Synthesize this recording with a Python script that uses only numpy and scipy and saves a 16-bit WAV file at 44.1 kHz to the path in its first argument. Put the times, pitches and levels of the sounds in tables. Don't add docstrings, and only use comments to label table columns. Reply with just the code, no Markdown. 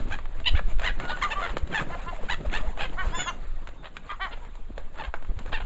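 import sys
import numpy as np
from scipy import signal
from scipy.fft import rfft, irfft, next_fast_len
from scipy.io import wavfile
from scipy.ndimage import uniform_filter1d, map_coordinates

SR = 44100
rng = np.random.default_rng(int(sys.argv[2]) if len(sys.argv) > 2 else 0)


def to_wav(sig):
    pcm = np.clip(np.atleast_2d(sig), -1, 1) * 32767
    pcm = np.round(pcm).astype(np.int16)
    wavfile.write(sys.argv[1], SR, pcm.T)


def decibels_to_gain(level_db):
    exponent = np.asarray(level_db, float) / 20
    return 10 ** exponent


N = 249165

# time in seconds, draught at the microphone in dB, bustle of feathers in dB.
FLOCK = [(0.0, -18, -43), (.28, -29.5, -49.5), (.52, -21, -50), (.72, -20.5, -57.5), (1.04, -27, -39),
         (1.45, -31.5, -40), (1.6, -29, -50.5), (1.98, -29, -40.5), (2.4, -24, -49.5), (2.75, -28, -53.5),
         (3.07, -25, -39.5), (3.29, -33, -37.5), (3.43, -26, -50), (3.95, -38, -52), (4.35, -33, -56),
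         (4.75, -31, -55.5), (5.1, -35.5, -54), (5.65, -22, -46.5)]
# time in seconds, half-length in seconds, whoosh in dB, rustle in dB.
STROKES = [(.01, 0.018, -39.5, -57), (0.544, 0.022, -44.5, -47), (0.701, 0.034, -54.5, -43),
           (0.854, 0.04, -61.5, -31), (1.028, 0.046, -45.5, -64), (1.574, 0.012, -43, -67),
           (1.76, 0.18, -44, -53.5), (1.812, 0.02, -39, -35), (2.234, 0.02, -55, -50),
           (2.41, 0.0053, -39.5, -52), (2.46, 0.0061, -55, -43.5), (2.4, 0.22, -57, -58.5),
           (2.595, 0.11, -48.5, -44.5), (2.818, 0.039, -49.5, -36), (3.104, 0.025, -50.5, -73),
           (3.98, 0.032, -60.5, -75), (4.302, 0.21, -67, -54), (4.792, 0.03, -67, -53),
           (5.006, 0.049, -60, -44.5), (5.156, 0.014, -71, -45), (5.306, 0.012, -46.5, -83),
           (5.481, 0.0096, -69, -46)]
# time in seconds, peak in dB, frequency in Hz, sign.
PUSHES = [(.52, -17, 22, -1), (.549, -11, 52, 1), (.8, -22, 25, 1), (1.512, -24, 35, -1),
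          (1.636, -18, 50, -1), (2.48, -20, 45, 1), (2.68, -20, 40, 1), (3.075, -20, 45, 1),
          (5.085, -23, 40, -1), (5.303, -19, 32, 1), (5.373, -26, 65, -1), (.118, -23, 55, -1)]
# frequency in Hz, level in dB per Hz.
BUFFET = [(2, -20.5), (5, 5.5), (16, -1), (25, -2.5), (50, -18), (150, -62.5)]
EDDIES = [(25, -20.5), (55, 4.5), (100, -3.5), (200, -42.5)]
WHOOSH = [(60, -29), (130, 6), (250, 0.5), (500, -4), (1000, -18.5), (3000, -38)]
RUSTLE = [(200, -28), (500, 7.5), (1200, 7), (2500, -1.5), (4000, -9), (8000, -1.5)]
WHOOSH_DB, WHOOSH_SHARE = -13.5, 0.43
SHIVER_DB, GUSTY_DB = 2.2, 2.8

# time in seconds, peak in dB, thud in dB, sharpness in dB.
KNOCKS = [(0.084, -36, -39, 6), (.111, -22.5, -23, -20), (0.152, -30, -27, -1), (0.188, -20, -31, -11),
          (0.256, -25.5, -27.5, -5), (0.401, -29, -33, 1.5), (0.593, -14, -27, -13), (0.796, -21, -23.5, 1),
          (0.818, -21.5, -28, -5), (0.786, -32.5, -39, 3), (1.011, -38, -25, -1), (1.041, -23, -21, -14),
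          (1.0, -15.5, -31, -4), (1.053, -19.5, -23, -3), (1.569, -14, -18, -2.5), (1.581, -41, -20, 23.5),
          (1.674, -36, -21.5, 9), (1.949, -23.5, -18, -8), (2.775, -25, -17, -1), (1.172, -24, -23, 0.5),
          (4.45, -32, -23, -6), (3.673, -23.5, -34, -0.5), (3.689, -33.5, -17, 5.5), (3.968, -19, -55, -2),
          (4.117, -22, -28, -8), (4.374, -34, -20, -16), (4.479, -45, -29.5, -6), (4.554, -40.5, -13, 10),
          (4.779, -24.5, -18, 0), (5.14, -12, -24, -15), (5.225, -32, -18, -3), (5.248, -28.5, -32.5, -12),
          (5.39, -30, -21, 8), (5.461, -32, -12.5, 2), (5.603, -24.5, -24, -6)]
# time in seconds, peak in dB, frequency in Hz.
TICKS = [(.797, -25, 2600), (.8185, -29, 2300), (2.499, -28, 2400), (2.853, -28, 2600), (2.896, -33, 3100),
         (3.243, -28, 2100), (3.968, -23, 2300), (4.342, -36, 2000)]
TICK_T60_S = .005

# crest in seconds, rise in seconds, fall in seconds, level in dB, crest pitch in Hz.
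CRIES = [(0.134, 0.037, 0.03, -36, 873), (0.447, 0.0079, 0.012, -52, 902),
         (.478, 0.024, 0.021, -35.5, 1006), (.567, 0.027, 0.038, -34.5, 883),
         (0.868, 0.042, 0.048, -27.5, 983), (1.107, 0.034, 0.032, -33.5, 912),
         (1.225, 0.012, 0.041, -26.5, 1055), (1.32, 0.021, 0.025, -30.5, 934),
         (1.445, 0.056, 0.045, -30.5, 709.3), (1.495, 0.0088, 0.026, -36.5, 543),
         (1.764, 0.055, 0.05, -28, 886), (2.32, 0.038, 0.031, -28.5, 1009),
         (2.558, 0.05, 0.037, -32.5, 888.4), (2.826, 0.046, 0.047, -34.5, 793),
         (3.212, 0.04, 0.027, -34.5, 748), (3.864, 0.038, 0.023, -43, 608.4),
         (4.329, 0.023, 0.023, -42, 710.5), (5.0, 0.027, 0.038, -35.5, 899),
         (5.045, 0.014, 0.019, -40.5, 524), (5.529, 0.011, 0.016, -33.5, 785),
         (5.547, 0.021, 0.025, -32.5, 922), (5.575, 0.018, 0.024, -41, 855),
         (5.606, 0.0057, 0.027, -42, 831)]
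CRY_HARSHNESS = [(.25, .14), (.5, .02), (.22, .14), (.3, .3), (.22, .26), (.28, .42), (.14, .14), (.1, .28),
                 (.25, .24), (.6, .05), (.23, .3), (.2, .36), (.3, .36), (.3, .36), (.26, .25), (.6, .02),
                 (.4, .03), (.25, .3), (.24, .04), (.6, .05), (.05, .2), (.65, .05), (.7, .1)]
# chest in dB, brightness in dB, hiss above 5 kHz in dB, flutter depth in dB.
CRY_VOICING = [(-5.5, -1.5, 8.5, 4), (0.5, 12.5, -18, 11), (22, 18, -9.5, 3.5), (-8.5, -3, -1, 3),
               (-15.5, -4.5, -2.5, 5), (7, -1, -6.5, 6), (-8.5, -2, 7, 9), (0, 1, 5, 0), (-2, -8.5, 1, 9),
               (9, -6, 0, 8), (-7, -4, 8, 5), (-4.5, -0.5, 2, 10), (-2, 2, 4.5, 5.5), (1, 1, -11, 6.5),
               (-4, -3, 2, 8), (4.5, -5, -11, 13), (2, -3.5, -13, 2), (6.5, -8.5, -8, 7),
               (-4, -2.5, -10, 8), (6, -2, -7, 5), (-9, -2, -5.5, -0.5), (-5, -6, -7, 7), (5, -0.5, 4, 2)]
# rate in Hz, first gap after the crest in cycles,
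# seconds after the crest when the voice breaks into a creak.
CRY_FLUTTER = [(69.7, 0.055, 1), (93, 0.23, 1), (93.5, 0.0095, .012), (91.5, .3, .005), (93.7, 0.24, 1),
               (83.3, 0.5, .006), (82, 0.58, .019), (92, 0.75, .009), (86.4, 0.14, .017), (87, 0.44, 1),
               (97.7, .91, .029), (90.2, .73, .02), (87.8, 0.0087, .011), (82.2, .01, .011),
               (81, 0.13, .015), (81.5, 0.073, 1), (88.5, 0.88, -.001), (82.3, 0.5, .018), (83, 0.066, 1),
               (90, 0.45, 1), (89.4, 0.29, 1), (89, 0.47, 1), (90, 0.35, 1)]
CRY_BEAK_DB = [5, 19, 5.5, 3, 0.1, -8, -6, 11, -5.5, 2, 1.5, -1.5, 0, 9, 5, -2, 2, 3, 0, -1, 3, 7, 6]
# frequency in Hz, gain in dB.
CRY_THROAT = [(300, -17.5), (900, -12.5), (1800, -5.5), (2400, -7.5), (3000, -3), (3900, -6.5), (4800, -13),
              (8000, -13)]
CRY_SWELL, DULL_ENDS_DB = 1.76, 6.5
CRY_GLIDE, WARBLE = 1.45, -.008
CREAK, CREAK_ROUGH = .65, .42
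HOARSENING = .25
BEAK_HZ = 2700

# time in seconds, length in seconds, pitch in Hz, level in dB.
FAR_NOTES = [(0.4, 0.03, 690, -60), (1.898, 0.014, 640, -47), (1.949, 0.022, 678, -47.5),
             (2.125, 0.014, 727, -44), (2.448, 0.014, 660, -43), (2.179, 0.035, 589, -51.5),
             (2.23, 0.014, 523, -48), (2.624, 0.044, 621, -49.5), (2.722, 0.023, 980, -58),
             (4.412, 0.037, 925, -58.5), (3.774, 0.061, 3610, -73.5), (4.018, 0.036, 3630, -76),
             (4.483, 0.034, 3680, -78), (4.72, .06, 3680, -84), (5.07, 0.028, 1507, -72)]
# time in seconds, pitch in Hz, level in dB.
LOW_WHISTLE = [(1.003, 1484, -57), (1.05, 1450, -47), (1.082, 1432, -47), (1.093, 1435, -42),
               (1.12, 1483, -44.5), (1.15, 1480, -40), (1.162, 1420, -47)]
HIGH_WHISTLE = [(3.105, 1550, -77), (3.152, 1758, -45.5), (3.21, 1749, -39), (3.25, 1700, -47),
                (3.285, 1636, -42), (3.307, 1460, -44)]
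# level in dB, how strongly it follows the effort, fading in dB per second.
WHISTLE_TONES = [(-8, 1.01, -0.5), (5.5, 0.72, 24), (11.5, 0.75, 100.5), (18, 2.2, -3)]

# crest in seconds, rise in seconds, fall in seconds, crest pitch in Hz, level in dB.
KEKS = [(1.247, 0.027, 0.035, 402, -29.5), (1.378, 0.023, 0.031, 390.6, -29.5),
        (1.94, 0.038, 0.018, 345.4, -37.5), (2.092, 0.033, 0.027, 348.4, -36.5),
        (2.998, 0.032, 0.056, 377.5, -29), (3.157, 0.037, 0.028, 342.3, -34.5),
        (3.286, 0.03, 0.028, 351.3, -31.5), (4.106, .016, 0.051, 401.7, -37),
        (4.226, 0.033, 0.063, 386, -32)]
# roughness 0-1, chest in dB, second overtone in dB, brightness in dB,
# pitch sag at the end 0-1.
KEK_VOICING = [(.05, 15, -12, -14, .12), (.03, 15, -8, -19, .06), (.05, -3, -4, -19, .12),
               (.05, 4, -4, -9, .15), (.07, -8, 3, -15, .36), (.06, 2, -4, -14, .24), (.04, 1, -4, -3, .26),
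               (.3, 6, -14, -11, .06), (.05, -4, 4, -5, .46)]
# fourth overtone in dB, roughness gained in the tail 0-1,
# how fast the upper overtones fade off the crest.
KEK_COLOUR = [(-8, .1, 3), (-10, 0, 2), (0, 0, 3), (0, 0, 3), (3, .2, 3), (-12, .05, 3), (5, 0, 2.5),
              (-7, .4, .7), (0, .42, 1.6)]
# overtone number, gain in dB.
KEK_THROAT = [(1, -28), (2, -11), (3, 0), (4, -3), (5, 0), (6, -3), (7, -17), (8, 0), (9, -9), (11, -14),
              (14, -22), (22, -30)]
SCOOP = .7
TREMBLE_HZ = 99

# frequency in Hz, time to fall 60 dB in seconds.
HEDGE = [(300, 0.064), (1500, 0.2), (8000, 0.19)]
# frequency in Hz, gain in dB.
HOUSING = [(4000, 0), (4800, -10), (5700, -19.5), (6500, -12), (7300, -8), (7700, -15.5), (8000, -59),
           (8300, -74.5)]
DROPOUTS = [.025, .065, .21, .27, .335, .39, .468, .78, .98, 1.18, 1.552, 2.01, 2.075, 2.495, 2.563, 2.765,
            3.46, 3.92, 4.05, 4.49, 4.75, 4.82, 4.97, 5.315, 5.445, 5.61]


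def unit(x):
    return x / np.sqrt(np.mean(x ** 2) + 1e-20)


def along(points, hz):
    f, v = np.transpose(points)
    return np.interp(np.log(hz + 1), np.log(f + 1), v)


def stretch(rows):
    s, *cols = np.transpose(rows)
    t = np.arange(s[0], max(s[-1], s[0] + .01), 1 / SR)
    return round(s[0] * SR), t - s[0], [np.interp(t, s, c) for c in cols]


def add(into, at, x):
    into[at:at + len(x)] += x[:len(into) - at]


def wobble(rate, size):
    knots = rng.standard_normal(int(size * 600 / SR) + 9)
    return map_coordinates(knots, [np.arange(size) * min(rate, 600) / SR])


def coloured(x, gain_db):
    m = next_fast_len(len(x) + 8192) * 2
    c = irfft(np.log(decibels_to_gain(gain_db(np.fft.rfftfreq(m, 1 / SR))) + 1e-6), m)
    c[1:m // 2] *= 2
    c[m // 2 + 1:] = 0
    return irfft(rfft(x, m) * np.exp(rfft(c)), m)[:len(x)]


def fade(t, edge):
    return np.clip(np.minimum(t, t[-1] - t) / edge, 0, 1)


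def patchy(x, depth_db):
    z = signal.stft(x, nperseg=512)[2]
    field = uniform_filter1d(uniform_filter1d(rng.standard_normal(z.shape), 5, 0), 4, 1)
    return signal.istft(z * decibels_to_gain(depth_db * unit(field)), nperseg=512)[1][:len(x)]


def wings():
    whole = [(0, *FLOCK[0][1:]), *FLOCK[1:-1], ((N + 9) / SR, *FLOCK[-1][1:])]
    draught_db, bustle_db = [column[:N] for column in stretch(whole)[2]]
    whoosh = decibels_to_gain(WHOOSH_DB + WHOOSH_SHARE * draught_db + (1 - WHOOSH_SHARE) * bustle_db)
    swells = np.array([np.exp(-((np.arange(N) / SR - s) / half) ** 2) for s, half, *_ in STROKES])
    stroke_whoosh, stroke_rustle = decibels_to_gain(np.transpose(STROKES)[2:]) @ swells
    whoosh = whoosh + stroke_whoosh
    rustle = decibels_to_gain(bustle_db) + stroke_rustle

    noise = lambda shape: unit(coloured(rng.standard_normal(N), lambda f: along(shape, f)))
    out = decibels_to_gain(draught_db + 1.4 * wobble(8, N)) * noise(BUFFET)
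    out += decibels_to_gain(draught_db - 19.5 + 1.4 * wobble(18, N)) * noise(EDDIES)
    out += whoosh * decibels_to_gain(GUSTY_DB * wobble(40, N) + 3.06 * wobble(120, N)) * noise(WHOOSH)

    tick_db = 5.8 * np.minimum(rng.exponential(size=N), 2.5)
    ticks = rng.standard_normal(N) * decibels_to_gain(tick_db) * (rng.random(N) < .01)
    grain = patchy(rng.standard_normal(N), 3.2) + .4 * unit(ticks)
    out += rustle * decibels_to_gain(SHIVER_DB * wobble(24.47, N)) * unit(coloured(grain, lambda f: along(RUSTLE, f)))

    t = np.linspace(-.06, .06, round(.12 * SR))
    for s, db, hz, sign in PUSHES:
        u = (np.pi * hz * t) ** 2
        add(out, round((s - .06) * SR), sign * decibels_to_gain(db) * (1 - 2 * u) * np.exp(-u))
    return out


def knocks():
    out, t = np.zeros(N), np.arange(SR // 20) / SR
    for s, db, thud_db, sharp_db in KNOCKS:
        blow = 0.54 * rng.standard_normal(len(t)) * decibels_to_gain(-60 * t / 0.028) * (t > .0008)
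        blow[:5] -= 1.56 * np.hanning(7)[1:-1]
        dish = [(100, thud_db - 9.0), (500, thud_db + 24.5), (1400, 0),
                (4500, sharp_db - 13.0), (8000, sharp_db - 7.5)]
        add(out, round(s * SR), decibels_to_gain(db + 6.0) * coloured(blow, lambda f: along(dish, f)))
    for s, db, hz in TICKS:
        add(out, round(s * SR), decibels_to_gain(db - 60 * t / TICK_T60_S) * np.sin(2 * np.pi * hz * t))
    return out


def voice(gain, hz, throat_db, rough, chest_db, bright_db, effort):
    phase = 2 * np.pi * np.cumsum(hz * (1 + .09 * rough * wobble(500, len(hz)))) / SR
    k = np.arange(1, 28)[:, None]
    waver_db = np.array([(1.2 + 3.5 * rough) * wobble(70, len(hz)) for _ in k])
    pulses = unit(np.sum(decibels_to_gain(waver_db) * np.cos(k * phase) * (k * hz < 8200), axis=0))
    breath = unit(rng.standard_normal(len(hz)) * (1 + np.cos(phase)))
    source = np.sqrt(1 - rough) * pulses + np.sqrt(rough) * breath

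    under = lambda f, edge_hz: -10 * np.log10(1 + ((f + 1) / edge_hz) ** 12)
    over = lambda f, edge_hz: under(edge_hz, f + 1)
    chest = unit(coloured(source, lambda f: throat_db(f) + under(f, 1104)))
    middle = unit(coloured(source, lambda f: throat_db(f) + over(f, 1224) + under(f, 2017)))
    bright = unit(coloured(source, lambda f: throat_db(f) + over(f, 2270)))
    share = 1 / np.sqrt(1 + decibels_to_gain(2 * chest_db))
    body = share * (decibels_to_gain(chest_db) * chest + effort * middle)
    return gain * (body + decibels_to_gain(bright_db) * effort ** 2 * bright)


def cries():
    out = np.zeros(N)
    for cry, harshness, voicing, flutter, beak_db in zip(
            CRIES, CRY_HARSHNESS, CRY_VOICING, CRY_FLUTTER, CRY_BEAK_DB):
        s, rise, fall, db, crest_hz = cry
        rough, sag = harshness
        chest_db, bright_db, hiss_db, depth_db = voicing
        flap_hz, lag, breaks = flutter
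        t = np.arange(-rise, fall, 1 / SR)
        away = lambda u: np.clip(np.where(u < 0, -u / rise, u / fall), 0, 1)
        off = away(t)

        flaps = flap_hz * t - lag + .1 * rough * wobble(60, len(t))
        slip, size = rng.standard_normal((2, 40))[:, np.clip(flaps + 12, 0, 39).astype(int)]
        freeze = np.clip(depth_db / 14, 0, .55)
        held = t + freeze * (np.floor(flaps) + .5 - flaps) / flap_hz
        glide_hz = crest_hz * (1 - sag * away(held) ** CRY_GLIDE)
        hz = np.where(t < breaks, glide_hz, CREAK * crest_hz)
        hz = hz * (1 + .12 * rough * slip - WARBLE * np.sin(2 * np.pi * flaps))

        chop_db = -1.6 * depth_db * ((1 + np.cos(2 * np.pi * flaps)) / 2) ** 4 + 1.2 * wobble(250, len(t))
        chop = unit(decibels_to_gain(chop_db + uniform_filter1d(0.22 * size, size=60)))
        gain = decibels_to_gain(db) * (1 - off ** CRY_SWELL) * chop
        beak = lambda f: beak_db / (1 + ((f - BEAK_HZ) / 450) ** 2)
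        throat_db = lambda f: along(CRY_THROAT, f) + beak(f) + hiss_db * (f > 5200)
        hoarse = np.minimum(rough + HOARSENING * off, np.where(t < breaks, .85, CREAK_ROUGH))
        sung = voice(gain, hz, throat_db, hoarse, chest_db, bright_db - DULL_ENDS_DB * off, 0.99)
        add(out, round((s - rise) * SR), sung)
    return out


def whistles():
    out = np.zeros(N)
    for s, length, hz, db in FAR_NOTES:
        t = np.arange(0, max(length, .01), 1 / SR)
        unsteady = .07 * np.sqrt(700 / hz) * wobble(300, len(t))
        phase = 2 * np.pi * np.cumsum(hz * (1 + unsteady)) / SR
        add(out, round(s * SR), decibels_to_gain(db + 12) * np.sqrt(np.abs(np.sin(np.pi * t / t[-1]))) * np.sin(phase))

    at, t, (hz, db) = stretch(LOW_WHISTLE)
    phase = 2 * np.pi * np.cumsum(hz) / SR
    tones = np.sin(phase) + decibels_to_gain(-16) * np.sin(2 * phase)
    add(out, at, fade(t, 0.0037) * decibels_to_gain(db + 9.0 + 1.8 * wobble(90, len(t))) * tones)

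    at, t, (hz, db) = stretch(HIGH_WHISTLE)
    phase = 2 * np.pi * np.cumsum(hz * (1 + 0.0081 * wobble(200, len(t)))) / SR
    peak_db = db.max()
    tones = np.zeros(len(t))
    for k, (up_db, follows, fading_db) in enumerate(WHISTLE_TONES):
        tone_db = peak_db + up_db + follows * (db - peak_db) - fading_db * t
        tones += decibels_to_gain(tone_db) * np.sin((k + 1) * phase)
    add(out, at, fade(t, 0.0025) * decibels_to_gain(1.5 * wobble(128.7, len(t))) * tones)
    return out


def keks():
    out = np.zeros(N)
    for kek, voicing, colour in zip(KEKS, KEK_VOICING, KEK_COLOUR):
        s, rise, fall, hz, db = kek
        rough, chest_db, second_db, bright_db, sag = voicing
        fourth_db, hoarse, fading = colour
        t = np.arange(-rise, fall, 1 / SR)
        arch = 1 - np.where(t < 0, t / rise, t / fall) ** 2
        off = np.abs(1 - arch)
        pitch = hz * (1 - sag * np.where(t < 0, SCOOP, 1) * off ** 1.35)
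        second = lambda f: second_db * (f < 2.3 * hz)
        fourth = lambda f: fourth_db * (np.abs(f / hz - 3.9) < .45)
        throat_db = lambda f: along(KEK_THROAT, f / hz) + second(f) + fourth(f)
        tremble_db = 3.5 * (rough > .15) * np.cos(2 * np.pi * TREMBLE_HZ * (t + .003))
        gain = decibels_to_gain(db + tremble_db + .7 * wobble(120, len(t))) * np.abs(arch) ** .45
        roughness = rough + hoarse * (t > 0) * off ** .5
        sung = voice(gain, pitch, throat_db, roughness, chest_db, bright_db, np.abs(arch) ** fading)
        add(out, round((s - rise) * SR), sung)
    return out


def hedge(x):
    out, step = np.zeros(N), SR // 3
    for at in range(0, N, step):
        hz, t, z = signal.stft(rng.standard_normal(SR // 4), SR, nperseg=256)
        tail = signal.istft(z * decibels_to_gain(-60 * t / along(HEDGE, hz)[:, None]), SR, nperseg=256)[1]
        echo = signal.fftconvolve(x[at:at + step], tail / np.linalg.norm(tail))
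        add(out, min(at + 200, N - 1), echo)
    return out


def scene():
    moving_air = wings()
    near = knocks() + cries() + whistles() + keks()
    return (near + decibels_to_gain(-12.5) * hedge(near) + moving_air)[None]


def roll_off(x):
    return signal.sosfilt(signal.butter(12, 8780, fs=SR, output="sos"), x)


def record(dry):
    heard = coloured(dry[0], lambda f: along(HOUSING, f))
    band = signal.butter(5, [4700, 7100], "band", fs=SR, output="sos")
    treble = signal.sosfiltfilt(band, heard)
    starved = np.max([np.exp(-((np.arange(N) / SR - s) / .007) ** 4) for s in DROPOUTS], axis=0)
    mix = heard - starved * treble - .0005
    return roll_off(mix[None])


dry = scene()
out = record(dry)
to_wav(out)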